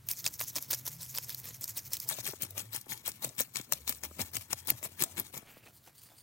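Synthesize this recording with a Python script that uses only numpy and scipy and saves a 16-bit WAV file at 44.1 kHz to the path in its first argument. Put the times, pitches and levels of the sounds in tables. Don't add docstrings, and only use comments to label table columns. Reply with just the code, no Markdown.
import sys
import numpy as np
from scipy import signal
from scipy.fft import rfft, irfft, next_fast_len
from scipy.io import wavfile
from scipy.ndimage import uniform_filter1d, map_coordinates

SR = 44100
rng = np.random.default_rng(int(sys.argv[2]) if len(sys.argv) > 2 else 0)


def put_to_file(sound):
    columns = np.atleast_2d(sound).T
    safe = np.clip(columns, -1, 1)
    whole_steps = np.round(safe * 32767)
    wavfile.write(sys.argv[1], SR, whole_steps.astype(np.int16))


N = 274302
T = np.arange(N) / SR

# (middle [s], half-power length [s], relative crackle level [dB],
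# relative flesh level [dB], relative way-back level [dB], way back after the middle [s])
STROKES = [(0.108, 0.023, -33, -67, -44, 0.098), (0.263, 0.022, -33.5, -53, -50.5, 0.082),
           (0.416, 0.028, -34, -57, -46.5, 0.07), (0.568, 0.018, -31.5, -50, -49.5, 0.061),
           (0.722, 0.028, -32, -52, -51.5, 0.065), (0.872, 0.022, -36, -55.5, -48.5, 0.053),
           (1.026, 0.036, -41.5, -65.5, -48.5, 0.086), (1.162, 0.028, -37.5, -59, -49.5, 0.08),
           (1.305, 0.035, -41, -62, -49, 0.087), (1.471, 0.047, -43, -59, -52, 0.081),
           (1.632, 0.025, -40, -61, -46, 0.063), (1.778, 0.022, -35.5, -59, -51.5, 0.09),
           (1.938, 0.031, -37, -61, -48, 0.093), (2.111, 0.042, -35.5, -50.5, -45, 0.087),
           (2.271, .045, -36, -55, -55, 0.088), (2.431, .028, -37, -52, -61, 0.073),
           (2.588, 0.031, -36.5, -48.5, -64, 0.061), (2.75, 0.03, -36, -56, -61.5, 0.054),
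           (2.917, 0.031, -37.5, -51, -55, 0.056), (3.076, 0.026, -35, -50.5, -58, 0.083),
           (3.241, 0.024, -36, -47.5, -54, 0.035), (3.403, 0.026, -30.5, -54, -68, 0.042),
           (3.572, 0.034, -38.5, -53, -60, 0.064), (3.728, 0.019, -40, -48, -52, 0.031),
           (3.892, 0.025, -34.5, -50.5, -49, 0.021), (4.048, 0.019, -38, -50.5, -54.5, 0.11),
           (4.209, 0.023, -33.5, -45, -54.5, 0.06), (4.356, 0.025, -35, -52, -52, 0.058),
           (4.521, 0.02, -37.5, -48, -51.5, 0.069), (4.693, 0.028, -35, -45, -54.5, 0.093),
           (4.848, 0.022, -35, -49.5, -59, 0.072), (5.016, .031, -33, -45.5, -53.5, 0.11),
           (5.188, 0.024, -35, -47, -55.5, 0.077), (5.359, 0.037, -46, -50, -78, 0.057),
           (5.51, 0.046, -59, -80, -65, 0.066), (5.67, 0.044, -63, -64.5, -67, 0.074),
           (5.769, 0.025, -61, -79, -62.5, 0.082), (5.879, 0.021, -65, -61, -67, 0.08),
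           (5.976, 0.04, -68, -89, -59, 0.055), (6.095, 0.061, -74, -65, -68, 0.052)]
MOVES = [2.085, 5.44]


def amp(db):
    return 10 ** (np.asarray(db) / 20)


def unit(x):
    return x / np.sqrt(np.mean(x ** 2) + 1e-20)


def noise():
    return rng.standard_normal(N)


def pair(apart_db):
    return unit(rng.standard_normal(N) + amp(apart_db) * rng.standard_normal((2, N)))


def wobble(rate_hz):
    knots = rng.standard_normal(int(N * rate_hz / SR) + 4)
    return map_coordinates(knots, [T * rate_hz])


def along(points, hz):
    f, v = np.transpose(points)
    return np.interp(np.log(hz + 1), np.log(f + 1), v)


def filtered(x, response):
    m = next_fast_len(N + SR // 2)
    hz = np.fft.rfftfreq(m, 1 / SR)
    return irfft(rfft(x, m) * response(hz), m)[..., :N]


def coloured(x, points, size=4096):
    gain = amp(along(points, np.fft.rfftfreq(size, 1 / SR)))
    cepstrum = irfft(np.log(gain))
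    cepstrum[1:size // 2] *= 2
    cepstrum[size // 2 + 1:] = 0
    kick = irfft(np.exp(rfft(cepstrum)))
    kick /= np.linalg.norm(kick)
    return signal.fftconvolve(np.atleast_2d(x), kick[None], axes=1)[:, :N]


def dappled(x, depth_db, size=256, count=5):
    z = signal.stft(x, nperseg=size)[2]
    field = uniform_filter1d(rng.standard_normal(z.shape), size=count, axis=0)
    field = unit(uniform_filter1d(field, size=4, axis=1))
    gain = unit(amp(depth_db * np.clip(field, -2, 2)))
    return signal.istft(z * gain, nperseg=size)[1][:N]


def drone(hz):
    pitch_waver, flutter_db = .022, 3.5
    phase = 2 * np.pi * np.cumsum(hz * (1 + pitch_waver * wobble(29.05))) / SR
    return unit(amp(flutter_db * wobble(13)) * np.sin(phase))


def yard():
    # (relative rumble level [dB], relative air level [dB])
    background = [(-57.5, -66.5), (-65.5, -69), (-67, -69)]
    # (frequency [Hz], relative level [dB])
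    hum_tones = [(125.5, -58.5), (104.4, -72)]
    # (time [s], gain [dB])
    hum_swell = [(0, -1.5), (.5, -8), (1, 1.5), (1.5, -2.5), (2.2, -10.5)]
    # (frequency [Hz], relative gain [dB])
    rumble_colour = [(20, -36), (40, -22), (60, -7), (85, 0.5), (125, 6.5), (170, -6.5), (250, -14),
                     (500, -27.5)]
    # (frequency [Hz], relative gain [dB])
    air_colour = [(25, -40), (100, 2.5), (250, 8), (500, -2), (1000, 0.5), (2000, -4), (5000, -21),
                  (16000, -6)]
    place = np.searchsorted(MOVES, T)
    levels_db = np.array(background, float)[place]
    rumble_db, air_db = uniform_filter1d(levels_db, size=4096, axis=0).T
    swell = amp(np.interp(T, *np.transpose(hum_swell)))
    hum = (place == 0) * swell * sum(amp(db) * drone(hz) for hz, db in hum_tones)
    rumble_gain = amp(rumble_db + 0.69 * wobble(8.8))
    rumble = rumble_gain * coloured(pair(apart_db=-17.5), rumble_colour)
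    air_gain = amp(air_db + 1.5 * wobble(7.1) - 0.5)
    air = air_gain * coloured(pair(apart_db=-1.0), air_colour)
    return hum + rumble + air


def crackle(rate_hz, spread_db, life_s, hiss_db):
    slip_power = amp(spread_db * np.clip(noise(), -2, 2)) ** 2
    slips = (rng.random(N) < rate_hz / SR) * slip_power
    t = np.arange(SR // 40) / SR
    power = np.abs(signal.fftconvolve(slips, t * np.exp(-3 * t / life_s))[:N])
    power = power / power.mean() + amp(hiss_db) ** 2
    return np.sqrt(power / np.abs(uniform_filter1d(power, size=1500)))


def pressure(levels_db, stretch, skirt_db):
    power = np.zeros(N)
    for (s, length_s, *_), db in zip(STROKES, levels_db):
        near = slice(max(0, int((s - .1) * SR)), int((s + .2) * SR))
        u = (T[near] - s) / (length_s * stretch)
        bite = 2 ** -(np.abs(2 * u) ** np.where(u < 0, 2.6, 1.8))
        skirt = amp(skirt_db) ** 2 * np.exp(-((u - .6) / 2.0) ** 2)
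        power[near] += amp(db) ** 2 * (bite + skirt)
    return np.sqrt(power)


def each_stroke(heights, offsets_s, width_s):
    out = np.zeros(N)
    for s, height in zip(np.transpose(STROKES)[0] + offsets_s, heights):
        near = slice(*np.searchsorted(T, [s - 4 * width_s, s + 4 * width_s]))
        out[near] += height * np.exp(-((T[near] - s) / width_s) ** 2)
    return out


def scales():
    # (frequency [Hz], relative gain [dB])
    touch_colour = [(1000, 13), (6000, -11), (11000, -18), (14500, 14.5)]
    touch_db, touch_lead_s, touch_width_s = -17.5, 0.036, 0.01
    levels_db = np.transpose(STROKES)[2]
    bite = pressure(levels_db, stretch=1.0, skirt_db=-23.5)
    slips = crackle(rate_hz=800, spread_db=5.5, life_s=.0009, hiss_db=-5)
    touch = each_stroke(amp(levels_db + touch_db), -touch_lead_s, touch_width_s)
    crunch = dappled(bite * slips * noise(), depth_db=4, size=384, count=14)
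    hiss = coloured(touch * slips * noise(), touch_colour)[0]
    return amp(1.5) * crunch + hiss


def lesser_snaps(count):
    level_db, level_spread_db = -5.5, 1.2
    bright_db, bright_spread_db, thick_db = 3, 4, -10
    scatter_lengths = .33
    chance = np.clip(rng.standard_normal((len(STROKES), count, 3)), -2, 2)
    rows = []
    for (s, length_s, crackle_db, *_), draws in zip(STROKES, chance):
        for when, force, tint in draws:
            snap_s = s + scatter_lengths * length_s * when
            snap_db = crackle_db + level_db + level_spread_db * force
            rows.append((snap_s, snap_db, bright_db + bright_spread_db * tint, thick_db))
    return [row for row in rows if T[SR // 20] < row[0] < T[-1]]


def snaps(size=900):
    # (time [s], relative level [dB], brightness [dB], relative thickness [dB])
    placed_snaps = [(0.088, -21, 7.5, -9), (0.1144, -19, 1, -20), (0.243, -28, -14, -10),
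                    (0.2647, -14.5, -18, -4), (.395, -28, -18, -23), (0.412, -17.5, -9, 2),
                    (0.557, -24.5, -8, -9), (0.5635, -26.5, -8, 4), (0.584, -23, 2, -3),
                    (0.6255, -26.5, 9, -19), (0.71, -15, 17, -18), (0.7312, -20, -20, -15.5),
                    (0.7374, -21, -8, -13), (0.749, -28, -2, -15), (0.8775, -25.5, 1, -7),
                    (1.151, -33, 1, 2), (1.176, -23.5, -15, -13), (1.1845, -18.5, 5, -2.5),
                    (1.2946, -25.5, 6, 0.5), (1.3467, -26, 5, -20), (1.611, -28, 12, -14),
                    (1.642, -22.5, 4, -25), (1.679, -29, -3, -20), (1.7734, -25, 21, -20),
                    (1.9338, -19.5, -2.5, -42), (1.969, -26, -1, -16), (2.0014, -24.5, 1, -47),
                    (2.0897, -14.5, 11, -26), (2.4215, -20, 6.5, -25), (2.5076, -30.5, 9, -26),
                    (2.7625, -21.5, 4, -14), (2.813, -32.5, 7, -30), (2.86, -48.5, 0, -21),
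                    (2.921, -23, 10, 7), (2.977, -36, 6, -28), (3.078, -17, 16, -23),
                    (3.118, -33.5, -3, -14), (3.2464, -18, 3.5, -26), (3.291, -35, -16, -28),
                    (3.4057, -14.5, 11, -20), (3.558, -21, -15, -11), (3.569, -21, -15, -13.5),
                    (3.613, -32.5, -2, -12), (3.7233, -10, 8, -8), (3.734, -19.5, -9.5, -27),
                    (3.8776, -22.5, -5, -6), (3.894, -15.5, 4, -15), (3.925, -27, -3, -9),
                    (3.948, -38, -14, -27), (4.036, -24.5, -3, -9), (4.2158, -24, -19, -21),
                    (4.368, -18.5, 2.5, -8), (4.412, -39, -12, -6), (4.5311, -17, -8, -13),
                    (4.6729, -22.5, 11, -25), (4.7025, -7.5, 11, -8), (4.829, -30, 1, -7),
                    (5.023, -14, 0.5, -16), (5.0377, -14, 2.5, -17), (5.198, -17, 9.5, -23),
                    (5.3771, -26.5, 3, -18)]
    bend_s, tear_s, decay_s = .0011, .0004, .0018
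    click = 3.5
    lead = size // 4
    out = np.zeros(N + size)
    t = (np.arange(size) - lead) / SR
    hz = np.fft.rfftfreq(size, 1 / SR)
    bend = .5 * np.exp(-np.abs(t) / bend_s)
    tear = .7 * np.exp(-np.abs(t) / tear_s) + np.exp(-np.abs(t) / decay_s)
    envelope = np.where(t < 0, bend, tear)
    for s, db, bright_db, thick_db in placed_snaps + lesser_snaps(count=6):
        ring_hz = 6500 * np.exp(0.5 * rng.standard_normal())
        ring_db = 4 * np.exp(-(np.log((hz + 1) / ring_hz) / 0.092) ** 2)
        shape = [(2600, thick_db + 11.5), (4000, 0), (8500, 0.008), (12000, bright_db)]
        burst = rng.standard_normal(size) * envelope + click * (t == 0)
        crack = irfft(rfft(burst) * amp(along(shape, hz) + ring_db), size)
        start = round(s * SR) - lead
        out[start:start + size] += amp(db + 15.0) * crack / np.linalg.norm(crack)
    return out[:N]


def slime(rate_hz, pitch_hz, life_cycles, size=320):
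    pops = rng.standard_normal((int(rate_hz * N / SR), 2))
    start = rng.integers(0, N, len(pops))
    t = np.arange(size) / SR
    cycles = pitch_hz * np.exp(0.28 * pops[:, :1]) * t
    strength = amp(4 * np.clip(pops[:, 1:], -2, 2))
    envelope = np.exp(-cycles / life_cycles) * (1 - np.exp(-cycles))
    grains = strength * np.sin(2 * np.pi * cycles) * envelope
    where = start[:, None] + np.arange(len(t))
    return unit(np.bincount(where.ravel(), grains.ravel(), N)[:N])


def slide():
    return_width_s = 0.018
    resting_db, resting_delay_s, resting_width_s = -7, 0.076, 0.051
    dip_db, dip_lead_s, dip_width_s = -8, .046, .011
    full_dip_db = -36
    _, _, crackle_db, _, back_db, back_s = np.transpose(STROKES)
    force = np.clip(amp(crackle_db - full_dip_db), 0, 1) ** .5
    resting = amp(resting_db) * each_stroke(amp(back_db), resting_delay_s, resting_width_s)
    contact = resting + each_stroke(amp(back_db), back_s, return_width_s)
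    dip = amp(dip_db * each_stroke(force, -dip_lead_s, dip_width_s) + wobble(30))
    ticks = crackle(rate_hz=800, spread_db=4, life_s=.0012, hiss_db=-3)
    skim = dappled(ticks * noise(), depth_db=2.2, size=512, count=24)
    pops = slime(rate_hz=200, pitch_hz=6300, life_cycles=8)
    return dip * (amp(3.0) * contact * skim + amp(-7.0) * resting * pops)


def flesh():
    # (frequency [Hz], relative gain [dB])
    flesh_colour = [(25, -66), (55, -10.5), (130, 0.5), (220, 0), (350, -0.5), (500, -1.5), (800, -2.5),
                    (1200, -8.5), (2000, -9), (5000, -12)]
    drag_db, drag_delay_s, drag_width_s = -24.5, .06, 0.013
    levels_db = np.transpose(STROKES)[3]
    push = pressure(levels_db, stretch=1.15, skirt_db=-14.0)
    drag = each_stroke(amp(levels_db + drag_db), drag_delay_s, drag_width_s)
    slips = crackle(rate_hz=360, spread_db=3, life_s=0.0028, hiss_db=-16.5)
    rub = amp(5.0) * np.hypot(push, drag) * slips * noise()
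    return coloured(dappled(rub, depth_db=3.5, size=1024, count=4), flesh_colour)


def knocks():
    # (time of loudest pitch [s], relative peak [dB], loudest pitch [Hz])
    bumps = [(0.2676, -40, 1040), (0.4137, -35.5, 1115), (0.5654, -42, 716), (0.581, -42, 730),
             (0.7324, -40, 720), (.878, -46, 560), (1.1869, -39.5, 843), (2.1127, -35.5, 870),
             (2.1881, -39, 514), (2.2913, -41.5, 456), (2.3367, -39.5, 530), (2.4373, -43.5, 760),
             (2.7493, -42, 595), (2.868, -46.5, 467), (3.083, -36, 690), (3.2482, -38.5, 432),
             (3.2733, -44.5, 306), (3.406, -32, 550), (3.601, -42, 310), (3.725, -37.5, 776),
             (3.8964, -37.5, 446), (4.114, -48.5, 390), (4.1947, -35.5, 472), (4.202, -43, 199),
             (4.374, -50, 345), (4.5329, -30.5, 734), (4.6855, -36.5, 650), (4.7044, -39, 770),
             (4.72, -37.5, 320), (4.8299, -42, 494), (5.0153, -39, 456), (5.039, -32.5, 994),
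             (5.192, -39, 393), (5.2062, -39.5, 360), (5.3693, -45, 468), (5.429, -48.5, 412),
             (5.571, -50, 400), (5.668, -55, 700), (5.878, -52.5, 780), (6.12, -56, 650)]
    sweep_cycles, sweep_spread = 2, 0.1571
    head_octaves, tail_octaves = 1.35, .8
    rough, trim_db = .45, 1
    out = np.zeros(N + SR)
    age_s = np.arange(1, SR // 12) / SR
    band = signal.butter(2, [250, 1100], 'band', fs=SR, output='sos')
    for s, db, hz in bumps:
        cycles = sweep_cycles * np.exp(sweep_spread * rng.standard_normal())
        octaves = np.log2(cycles / age_s / hz)
        width = np.where(octaves > 0, head_octaves, tail_octaves)
        rattle, grit = unit(signal.sosfilt(band, rng.standard_normal((2, len(age_s)))))
        phase = 2 * np.pi * cycles * np.log(age_s) + rough * rattle
        tone = np.sin(phase) + rough * grit / 2
        start = round((s - cycles / hz) * SR)
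        out[start:][:len(age_s)] += amp(db + trim_db) * tone * np.exp(-(octaves / width) ** 2)
    return out[:N]


def off_stump(x, delay_ms, strength):
    def response(hz):
        reflection = strength / (1 + (hz / 6000) ** 2)
        return 1 + reflection * np.exp(-2j * np.pi * hz * delay_ms / 1000)
    return filtered(x, response)


def echo(x, t60_s, size=8192):
    t = np.arange(size) / SR
    envelope = amp(-60 * t / t60_s) * (1 - np.exp(-t / .0027))
    tail = rng.standard_normal((2, size)) * envelope
    return signal.fftconvolve(x, tail / np.linalg.norm(tail[0]), axes=1)[:, :N]


def engine():
    # (start [s], end [s], start pitch [Hz], end pitch [Hz], level [dB])
    pulls = [(0.918, 1.027, 149.7, 166.6, -55), (2.362, 2.737, 84.5, 112.8, -56),
             (3.765, 4.705, 70, 89.7, -60.5), (4.688, 5.347, 87, 87.4, -62)]
    fade_s = .14
    out = np.zeros(N)
    for start, end, from_hz, to_hz, db in pulls:
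        on = np.clip(np.minimum(T - start, end - T) / fade_s + .5, 0, 1)
        out += amp(db) * on * drone(np.interp(T, [start, end], [from_hz, to_hz]))
    return out


def from_left(x, lag_ms, sway_ms, direct):
    # (frequency [Hz], advantage [dB])
    advantage = [(100, 2.5), (380, 3), (700, 1), (1250, 9.5), (2400, 11.5), (3300, 5.5), (4400, 4.5),
                 (6400, 10), (9000, 13.5), (11000, 10), (13000, 3), (15500, 5)]
    delay = (lag_ms + sway_ms * wobble(11.0)) * SR / 1000
    late = map_coordinates(x[0], [np.arange(N) - delay], order=5)
    paths = echo(x, t60_s=.012)
    turn = 1.6 * wobble(12)
    scattered = np.cos(turn) * paths[0] + np.sin(turn) * paths[1]

    def share(hz):
        return np.clip(along([(250, .995), (450, .9), (800, direct)], hz), 0, 1)

    def both_sides(hz):
        shade = amp(-along(advantage, hz))
        return np.array([np.ones_like(hz), shade]) * np.sqrt(2 / (1 + shade ** 2))

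    far = filtered(late, share) + filtered(scattered, lambda hz: np.sqrt(1 - share(hz) ** 2))
    return filtered(np.array([x[0], far]), both_sides)


def soft_rings(rows, sag):
    out = np.zeros(N)
    for (s, width_s, db, hz), phase in zip(rows, rng.uniform(0, 2 * np.pi, len(rows))):
        near = slice(*np.searchsorted(T, [s - 3 * width_s, s + 3 * width_s]))
        u = (T[near] - s) / width_s
        swing = np.sin(phase + 2 * np.pi * np.cumsum(hz * np.exp(-sag * u)) / SR)
        out[near] += amp(db) * np.exp(-u ** 2) * swing
    return out


def thumps():
    # (middle [s], 1/e half-width [s], peak [dB], pitch at the middle [Hz])
    settlings = [(2.205, 0.014, -48, 117), (2.297, 0.015, -49, 137), (2.443, .014, -51, 117),
                 (2.783, 0.014, -51, 119.3), (2.943, 0.012, -59, 129), (3.1, 0.015, -57, 125),
                 (3.278, 0.021, -49.5, 125.4), (3.6, 0.028, -51.5, 126.8), (3.74, 0.016, -52.5, 135.5),
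                 (3.915, 0.021, -58, 137.4), (4.208, 0.012, -42, 137.4), (4.236, 0.0132, -43, 89.4),
                 (4.385, 0.015, -45, 105), (4.545, 0.017, -49.5, 116.5), (4.7, .018, -55, 149),
                 (4.745, 0.026, -46.5, 119.5), (5.03, 0.024, -58, 145.5), (5.21, .018, -57, 128.4)]
    return soft_rings(settlings, sag=0.1143)


def booms():
    # (middle [s], 1/e half-width [s], peak [dB], pitch at the middle [Hz])
    belly_rings = [(2.289, .011, -46.5, 393), (2.338, 0.0054, -44, 411), (2.87, .009, -63, 370),
                   (3.406, .008, -45.5, 402), (4.72, .012, -51, 316), (5.02, 0.016, -39.5, 357.7),
                   (5.188, .012, -42, 309)]
    return soft_rings(belly_rings, sag=0.086)


def swishes(rows, colour):
    swell = sum(amp(db) * np.exp(-((T - s) / width_s) ** 2) for s, width_s, db in rows)
    grain = crackle(rate_hz=700, spread_db=3, life_s=.002, hiss_db=-2)
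    return coloured(swell * grain * noise(), colour)


def breath():
    # (middle [s], 1/e half-width [s], level [dB])
    breaths = [(5.485, .03, -61.5), (5.55, 0.075, -62.5), (5.635, 0.0081, -62.5), (5.672, 0.009, -56),
               (5.882, 0.017, -68)]
    # (frequency [Hz], relative gain [dB])
    breath_colour = [(400, -4), (1200, -9), (2000, -5), (2600, -1), (3500, -13), (6000, -21)]
    return swishes(breaths, breath_colour)


def skims():
    # (middle [s], 1/e half-width [s], level [dB])
    light_skims = [(5.772, 0.022, -62), (5.988, 0.013, -53), (6.06, .026, -59.5), (6.115, .014, -76),
                   (6.192, 0.026, -56)]
    # (frequency [Hz], relative gain [dB])
    blade_colour = [(1500, -16), (3100, -7), (3800, -10), (4700, 4.5), (5600, -14), (6600, -6), (7800, -8),
                    (9000, 4), (10800, -9), (15000, -2.5)]
    return swishes(light_skims, blade_colour)


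def scene():
    # (frequency [Hz], relative gain [dB])
    front_colour = [(300, -22), (900, -8), (1300, -9.5), (1700, -7.5), (3200, -5), (4200, -2.5), (5200, 3),
                    (6800, 0.5), (9000, -1.5), (11000, -2), (13000, 5), (15800, 2)]
    # (frequency [Hz], relative gain [dB])
    wet_colour = [(500, -14.5), (1700, -12), (2100, -5.5), (3000, -9), (4300, -3.5), (5800, 4.5), (6700, 4),
                  (8500, -2), (11000, 0.5), (13500, 7.5), (15800, 2)]
    # (frequency [Hz], relative gain [dB])
    above_colour = [(300, -20.5), (900, -6), (1300, -7), (1800, -5), (2700, -1), (3300, -3), (4300, -1.5),
                    (6400, -1), (8000, 1), (11000, -1.5), (13000, 1), (15800, 0.5)]
    # (frequency [Hz], relative gain [dB])
    afar_colour = [(300, -44), (900, -4), (1700, -4), (2600, -3.5), (3500, 2.5), (5000, 2.5), (9000, 2.5),
                   (11500, 5), (15500, 8)]
    edge = scales() + snaps()
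    skin = slide()
    body = flesh() + knocks() + booms() + thumps()
    first, second, third = (np.searchsorted(MOVES, T) == k for k in range(len(MOVES) + 1))

    front = coloured(edge * first, front_colour) + coloured(skin * first, wet_colour)
    front = front + body * first * amp([[1], [-1.5]])
    front = off_stump(front, delay_ms=1.98, strength=0.11)
    above = coloured((edge + skin) * second, above_colour) + body * second
    above = from_left(above, lag_ms=0.14, sway_ms=0.015, direct=0.44)
    afar = coloured((edge + skin) * third, afar_colour) + body * third + breath() + skims()

    near = front + above
    near = near + amp(-9.5) * echo(near, t60_s=.011)
    afar = afar + amp(-11) * echo(afar, t60_s=0.095)
    return near + afar + engine() + yard()


def record(dry):
    top_hz = 16000
    return filtered(dry, lambda hz: np.clip((top_hz - hz) / 100 + .5, 0, 1))


dry = scene()
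out = record(dry)
put_to_file(out)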